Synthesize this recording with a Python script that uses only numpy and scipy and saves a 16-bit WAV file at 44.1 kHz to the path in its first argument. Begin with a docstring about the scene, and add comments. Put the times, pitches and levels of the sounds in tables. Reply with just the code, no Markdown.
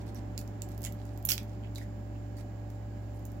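"""Fracture of a crab leg

A cooked crab leg is twisted off its cluster by hand, close to the right microphone in a small room.
Shell ticks and snaps are filtered noise bursts with short damped modes; hollow pieces knock as one mode.
Tearing fibres and squishing sauce are runs of tiny damped sinusoids. Decaying noise tails form the room.
An electric appliance hums as unsteady tones, with a rush of air and microphone hiss as coloured noise."""
import sys
import numpy as np
from scipy import signal
from scipy.fft import rfft, irfft, next_fast_len
from scipy.io import wavfile
from scipy.ndimage import uniform_filter1d, map_coordinates

SR = 44100
rng = np.random.default_rng(int(sys.argv[2]) if len(sys.argv) > 2 else 0)


def bounce(signal):
    """Save signal as a 16-bit WAV file at the path given by the first command-line argument."""
    frames = np.transpose(np.atleast_2d(signal))
    limited = np.clip(frames, -1, 1)
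    pcm = np.round(limited * 32767).astype(np.int16)
    wavfile.write(sys.argv[1], SR, pcm)


N = 149940
TOP_HZ = 16000  # centre of the upper band edge
T = np.arange(SR // 25) / SR  # time within one small event, s

# Microphone hiss, relative spectrum: [f/Hz, level/dB]
HISS_SPECTRUM = [(1000, -1), (7000, -21), (9000, -11.5), (12000, -5), (15000, -3)]
# Additional hiss band of the right microphone, relative spectrum: [f/Hz, level/dB]
RIGHT_HISS_SPECTRUM = [(500, 11.5), (3500, -3), (5000, 0.5), (6200, -3), (7300, 5), (7800, -5), (8200, -54),
                       (10000, -45)]
HISS_DB, RIGHT_HISS_DB = -72, -61.5  # rms

# Rush of air from the appliance, relative spectrum: [f/Hz, level/dB]
AIR_SPECTRUM = [(20, -46), (45, -1), (80, -5.5), (140, -8), (180, -3), (215, 0.5), (250, -1), (280, -4.5),
                (380, -5), (460, -13), (520, -10.5), (640, -13.5), (760, -7.5), (860, -14), (1200, -23),
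                (1800, -24.5), (2400, -29.5), (3500, -37), (7000, -50), (16000, -54)]
# Rms of the rush before its swell: [left level/dB, right level/dB]
AIR_DB = [-51.5, -48]
# Swell of the rush: [t/s, level/dB]
AIR_SWELL = [(0, 3.5), (.4, 2), (1.2, 0.8), (1.8, 0), (3.4, 0.2)]
# Left-right correlation of the rush: [f/Hz, correlation/1]
AIR_CORRELATION = [(60, 1), (150, 0.99), (300, 0.97), (600, 0.22), (1200, 0.04), (4000, 0.051)]
# Motor tones, rms before unsteadiness:
# [f/Hz, left level/dB, right level/dB, left phase lead/rad, unsteadiness/1]
HUM_TONES = [(58.75, -45.5, -46.5, -0.45, 0.1), (106.7, -42, -41, -0.091, 0.06),
             (174.9, -57, -56, 0.37, 0.13), (214.3, -64, -65.5, 0.52, 1), (291.1, -57, -53.5, 0.94, 0.23),
             (588.4, -59, -57, 0.73, 0.02), (794, -83.5, -65, 0.97, 0.1), (1646, -84, -72, -0.14, 0.27),
             (3004, -87, -84, 0.97, 0.2)]

# Late reverberation: [f/Hz, t60/s]
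ROOM_T60 = [(300, 0.12), (2000, 0.18), (6000, 0.16), (15000, 0.12)]
# Room response at the left microphone: [f/Hz, level/dB]
ROOM_LEFT = [(1000, -6.5), (4000, -12), (7000, -20), (9000, -8), (15000, -13)]
# Room response at the right microphone: [f/Hz, level/dB]
ROOM_RIGHT = [(1000, -9), (3000, -8), (7000, -8), (9000, -9.5), (15000, -3)]
ROOM_GAP_S, EARLY_DB, EARLY_T60_S = 0.004, -9, 0.16  # early level is relative to the late tail

# Shading of the crab at the left microphone: [f/Hz, level/dB]
LEFT_SHADING = [(1000, -17.5), (2500, -20), (4000, -12), (5500, -22), (7300, -18), (9000, -12),
                (12000, -14.5), (15000, -23)]
LEFT_LAG_S, SCATTER_DB, SCATTER_T60_S = 0.00016, 6, .013

# Sauce squishes, rms over each run: [start t/s, length/s, level/dB, central f/Hz]
SQUISHES = [(.845, 0.035, -53, 2480), (1.288, .045, -50, 2470), (1.625, 0.053, -60, 2620),
            (2.15, 0.016, -63, 2500), (2.375, 0.045, -63.5, 2020)]
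# Fibres tear and wet meat shifts, rms over each run: [start t/s, length/s, level/dB, central f/Hz]
TEARS = [(0, 0.029, -61, 6400), (.06, 0.046, -60.5, 7300), (.145, 0.051, -59, 8100),
         (.68, 0.076, -65, 10000), (.843, 0.039, -48.5, 6600), (.95, 0.27, -67.5, 9150),
         (1.292, 0.048, -42.5, 7000), (1.46, 0.11, -69.5, 10200), (1.755, 0.04, -54, 9900),
         (1.8, 0.044, -60, 9900), (2.15, 0.11, -84, 11700), (2.365, 0.059, -59.5, 9200),
         (2.7, .08, -76, 11900), (2.92, 0.53, -75, 12500), (3.255, 0.014, -62, 13000)]
# Hollow pieces of leg knock together: [t/s, level/dB, f/Hz, t60/s]
KNOCKS = [(0.1548, -44.5, 5710, .035), (0.851, -46, 2940, .015), (0.8673, -38, 2180, .012),
          (1.641, -53, 3300, .025), (1.758, -36.5, 3950, 0.031), (1.783, -36, 2230, .011),
          (1.814, -35.5, 1890, 0.014), (2.369, -53.5, 4550, 0.053)]
KNOCK_RISE_S, KNOCK_ROOM_DB = 0.00032, 3.5  # knocks reach the room more than the snaps do
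KNOCK_ROUGH = .07  # random phase step, rad per sample

# Spectral envelope of a crack, before tilt: [f/Hz, level/dB]
SHELL_SPECTRUM = [(200, -31), (700, -27), (1300, -10), (1900, -9.5), (2700, 0.5), (4000, -0.5), (5500, 3.5),
                  (7500, 3.5), (9000, -4.5), (12000, 3.5), (15000, 2.5)]
CRACK_RISE_S = 0.00006
CRACK_RAGGED_DB, SPLINTER_RATE = 4, 3500  # spread in splinter strength; splinters per second
SECOND_MODE_DB = -3.5  # relative to the main mode
RING_RISE_S, RING_ROUGH = .0003, .09  # the wet piece drifts by a random phase step, rad per sample

# Small ticks of shell and fingernails: [t/s, crack level/dB, mode f/Hz]
TICKS = [(0.065, -40, 6300), (0.147, -33.5, 12700), (0.391, -26, 11100), (0.414, -32, 6900),
         (0.4775, -37, 5500), (0.6891, -34.5, 12500), (0.718, -37, 7240), (0.7784, -31, 13700),
         (.808, -38, 14000), (0.832, -27, 13000), (.847, -31, 13500), (0.9237, -30.5, 12600),
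         (1.0535, -40, 6840), (1.176, -32, 13500), (1.227, -36, 13900), (1.4312, -36, 12600),
         (1.7507, -34, 8000), (1.782, -35, 10700), (2.1535, -55, 3300), (2.369, -39, 6400),
         (2.389, -41, 12100), (3.194, -45, 13900), (3.3185, -38.5, 14200)]
TICK_T60_S, TICK_TILT_DB = 0.0022, 1  # tilt per octave
TICK_RING_DB, TICK_RING_T60_S = -2.5, .0014  # ring setting relative to the crack's
# The shell gives way: [t/s, crack level/dB, tilt/(dB per octave), crack t60/s,
# main mode f/Hz, second mode f/Hz, main mode level/dB re amplitude 2]
SNAPS = [(0.3778, -28.5, -2, 0.01, 7160, 4940, -23.5), (0.6198, -30, -1, 0.01, 7120, 7500, -27.5),
         (0.8187, -33, 3, 0.0085, 13300, 7500, -45), (0.839, -32, -2, 0.004, 7100, 5160, -31),
         (0.8423, -29, -3, 0.0033, 9800, 7000, -26), (0.8497, -28.5, -1, 0.013, 7500, 6740, -22),
         (.8602, -35, -3, 0.005, 7000, 10800, -25.5), (.8675, -32, -4, 0.0045, 14800, 3000, -35),
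         (1.2508, -23, 9, 0.0089, 6660, 3200, -34.5), (1.2526, -16, 14, 0.009, 12960, 11250, -11),
         (1.262, -33, 5, 0.006, 11500, 6900, -29), (1.272, -40, -7, 0.0081, 13500, 6800, -35),
         (1.287, -25, -4, .004, 13400, 15000, -26.5), (1.2895, -8, 3, 0.0051, 6070, 4830, -17),
         (1.2904, -14, 0, 0.0043, 6360, 2970, -21), (1.293, -18, -0.5, 0.012, 5340, 2500, -24),
         (1.2985, -4, 10, .0035, 14500, 12800, -19), (1.3038, -17, -4, 0.0035, 5760, 2850, -17),
         (1.3094, -8.5, 4.5, 0.0058, 14200, 2800, -19), (1.3179, -16.5, 0, 0.016, 5010, 5100, -16.5),
         (1.3202, -12.5, 0.5, 0.005, 12000, 3240, -29), (1.3263, -31, 3, .004, 7000, 3040, -24),
         (1.333, -25.5, -4, 0.006, 6500, 2730, -29), (1.336, -22, 3, 0.0047, 5070, 3500, -28),
         (1.3796, -15, -8.5, 0.0024, 2190, 1280, -25.5), (1.758, -37, 5, 0.0098, 4330, 7000, -30.5),
         (2.702, -43.5, -1, 0.0054, 8450, 7360, -52), (3.2533, -33.5, 8, 0.0085, 6800, 14400, -40)]
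SNAP_RING_T60_S = .004


def amp(db):
    """A level in decibels corresponds to an amplitude ratio of 10^(dB/20)."""
    return 10 ** (np.asarray(db) / 20)


def unit(x):
    """Division by the root mean square gives a signal of rms 1."""
    return x / np.sqrt(np.mean(x ** 2) + 1e-20)


def along(points, hz):
    """A curve of (f/Hz, value) points is interpolated on a logarithmic frequency axis."""
    f, value = np.transpose(points)
    return np.interp(np.log(hz + 1), np.log(f + 1), value)


def add(track, s, sound):
    """Superposition: a sound starting at time s sums into the track in place."""
    start = max(round(s * SR), 0)
    part = track[..., start:][..., :sound.shape[-1]]
    part += sound[..., :part.shape[-1]]


def wobble(rate):
    """Random knots, rate per second, joined by a spline give a slow smooth fluctuation."""
    knots = rng.standard_normal(int(N * rate / SR) + 4)
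    return map_coordinates(knots, [np.arange(N) * rate / SR])


def filtered(x, response):
    """A linear filter multiplies the spectrum by a response of frequency."""
    m = next_fast_len(N + SR // 2)
    hz = np.fft.rfftfreq(m, 1 / SR)
    return irfft(rfft(x, m) * response(hz), m)[..., :N]


def noise(spectrum):
    """White noise shaped by a spectrum becomes coloured noise of rms 1."""
    white = rng.standard_normal(N)
    return unit(filtered(white, lambda hz: amp(along(spectrum, hz))))


def hiss():
    """Microphone self-noise is independent per channel; the right has a louder band of its own."""
    left, right = amp(HISS_DB) * np.array([noise(HISS_SPECTRUM), noise(HISS_SPECTRUM)])
    return np.array([left, right + amp(RIGHT_HISS_DB) * noise(RIGHT_HISS_SPECTRUM)])


def air_rush():
    """Partial coherence: two independent noises in sum and difference set the left-right correlation."""
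    def angle(hz):
        return np.arccos(np.clip(along(AIR_CORRELATION, hz), -1, 1)) / 2

    def shares(hz):
        return np.array([np.cos(angle(hz)), np.sin(angle(hz))])

    mid, side = filtered(np.array([noise(AIR_SPECTRUM), noise(AIR_SPECTRUM)]), shares)
    swell = amp(np.interp(np.arange(N) / SR, *np.transpose(AIR_SWELL)))
    return swell * amp(AIR_DB)[:, None] * np.array([mid + side, mid - side])


def motor_hum():
    """Tones as rotating phasors, with slow random changes of amplitude and phase, differ between ears."""
    t, hum = np.arange(N) / SR, np.zeros((2, N))
    for hz, left_db, right_db, lead, unsteady in HUM_TONES:
        carrier = np.exp(2j * np.pi * (hz * t + rng.random()))
        tone = carrier * (1 + unsteady * (wobble(7.04) + 1j * wobble(5.75)))
        left = amp(left_db) * tone * np.exp(1j * lead)
        right = amp(right_db) * tone
        hum += np.sqrt(2) * np.real([left, right])  # peak from rms
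    return hum


def room(x):
    """Diffuse reverberation: after a short gap, each 40 ms of sound is convolved with a new noise tail."""
    wet, step = np.zeros((2, N)), SR // 25
    for i in range(0, N, step):
        hz, t, grid = signal.stft(rng.standard_normal((2, SR // 2)), SR, nperseg=256)
        late = amp(-60 * t / along(ROOM_T60, hz)[:, None])
        early = amp(EARLY_DB - 60 * t / EARLY_T60_S)
        tail = signal.istft(grid * (late + early), SR, nperseg=256)[1]
        tail /= np.linalg.norm(tail[0])
        add(wet, i / SR + ROOM_GAP_S, signal.fftconvolve(x[None, i:i + step], tail, axes=1))
    return filtered(wet, lambda hz: amp([along(ROOM_LEFT, hz), along(ROOM_RIGHT, hz)]))


def far_side(near):
    """Propagation to the left microphone delays and shades the crab; hands and plate scatter it."""
    blur, step = np.zeros(N), SR // 50
    for i in range(0, N, step):
        echo = rng.standard_normal(len(T)) * amp(-60 * T / SCATTER_T60_S)
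        echo /= np.linalg.norm(echo)
        add(blur, i / SR, signal.fftconvolve(near[i:i + step], echo))

    def path(hz):
        return amp(along(LEFT_SHADING, hz)) * np.exp(-2j * np.pi * hz * LEFT_LAG_S)

    return filtered(near + amp(SCATTER_DB) * blur, path)


def grains(runs, count, spread, cycles, size_db, glide):
    """Many damped sinusoids, densest mid-run and scattered in pitch and size, fuse into a texture."""
    track = np.zeros(N)
    for s, length, db, hz in runs:
        place, size, pitch = rng.random((3, count))
        pitch = hz * np.exp(spread * (2 * pitch - 1))
        life = T * pitch[:, None] / cycles  # reaches 1 when a pop has decayed by 60 dB
        phase = 2 * np.pi * pitch[:, None] * T * (1 + glide * np.minimum(life, 1))
        pops = np.sin(phase) * amp(-60 * life)
        strength = amp(-size_db * np.log(np.maximum(size, .02)))  # few large, many small
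        pops *= (strength * (pitch < TOP_HZ))[:, None]
        starts = (np.arccos(1 - 2 * place) / np.pi * length * SR).astype(int)
        samples = starts[:, None] + np.arange(len(T))
        run = np.bincount(samples.ravel(), pops.ravel())
        run *= np.sqrt(length * SR / (np.sum(run ** 2) + 1e-20))
        add(track, s, amp(db) * run)
    return track


def squishes():
    """Bubble resonance: each small bubble in the sauce is a damped tone of rising pitch."""
    return grains(SQUISHES, count=14, spread=.22, cycles=20, size_db=2.5, glide=.08)


def tears():
    """Crackling: tearing fibres and shifting meat emit dense, strongly damped pops of wide pitch range."""
    return grains(TEARS, count=150, spread=.85, cycles=6, size_db=4.5, glide=0)


def knocks():
    """A struck hollow piece rings in one damped mode, its phase drifting as a random walk."""
    track, t = np.zeros(N), np.arange(SR // 10) / SR
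    for s, db, hz, t60 in KNOCKS:
        drift = KNOCK_ROUGH * np.cumsum(rng.standard_normal(len(t)))
        envelope = amp(db - 60 * t / t60) * (1 - np.exp(-t / KNOCK_RISE_S))
        add(track, s, envelope * np.sin(2 * np.pi * hz * t + drift))
    return track


def fracture(db, tilt_db, t60, main_hz, second_hz, ring_db, ring_t60):
    """Brittle fracture: splinters give a ragged noise burst, and the freed piece rings in two modes."""
    n = len(T)
    hz = np.fft.rfftfreq(n, 1 / SR)
    fade = amp(-60 * T / t60) * (1 - np.exp(-T / CRACK_RISE_S))
    strengths = amp(CRACK_RAGGED_DB * rng.standard_normal(n))
    splinters = strengths[(T * SPLINTER_RATE).astype(int)]
    burst = rfft(rng.standard_normal(n) * splinters * fade)

    # Replace the burst's smoothed spectrum by the shell's, through a minimum-phase filter
    smoothed = np.sqrt(np.abs(uniform_filter1d(np.abs(burst) ** 2, size=50)) + 1e-12)
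    colour = amp(along(SHELL_SPECTRUM, hz) + tilt_db * np.log2(hz + 500))
    cepstrum = irfft(np.log(colour / smoothed), n)
    causal = 2 * cepstrum * (np.arange(n) < n // 2)
    crack = irfft(burst * np.exp(rfft(causal)), n)
    crack *= np.linalg.norm(fade) / np.linalg.norm(crack)

    drift = RING_ROUGH * np.cumsum(rng.standard_normal((2, n)), axis=1)
    main = np.sin(2 * np.pi * main_hz * T + drift[0])
    second = np.sin(2 * np.pi * second_hz * T + drift[1])
    modes = main + amp(SECOND_MODE_DB) * second
    ring = 2 * modes * amp(-60 * T / ring_t60) * (1 - np.exp(-T / RING_RISE_S))
    return amp(db) * crack + amp(ring_db) * ring


def ticks():
    """Small contacts of shell and fingernails are brief fractures, both modes at one frequency."""
    track = np.zeros(N)
    for s, db, hz in TICKS:
        tick = fracture(db, TICK_TILT_DB, TICK_T60_S, hz, hz, db + TICK_RING_DB, TICK_RING_T60_S)
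        add(track, s, tick)
    return track


def snaps():
    """Release of strain: each failure of the shell is a fracture with its own colour and modes."""
    track = np.zeros(N)
    for s, *snap in SNAPS:
        add(track, s, fracture(*snap, SNAP_RING_T60_S))
    return track


def scene():
    """Superposition of the crab near the right microphone, its room and the background."""
    cracking = snaps() + ticks() + tears() + squishes()
    knocking = knocks()
    near = cracking + knocking
    direct = np.array([far_side(near), near])
    reverberant = room(cracking + amp(KNOCK_ROOM_DB) * knocking)
    return direct + reverberant + motor_hum() + air_rush() + hiss()


def record(dry):
    """Band limitation: the response falls linearly to zero over 400 Hz centred on the upper edge."""
    return filtered(dry, lambda hz: np.clip((TOP_HZ - hz) / 400 + .5, 0, 1))


dry = scene()
out = record(dry)
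bounce(out)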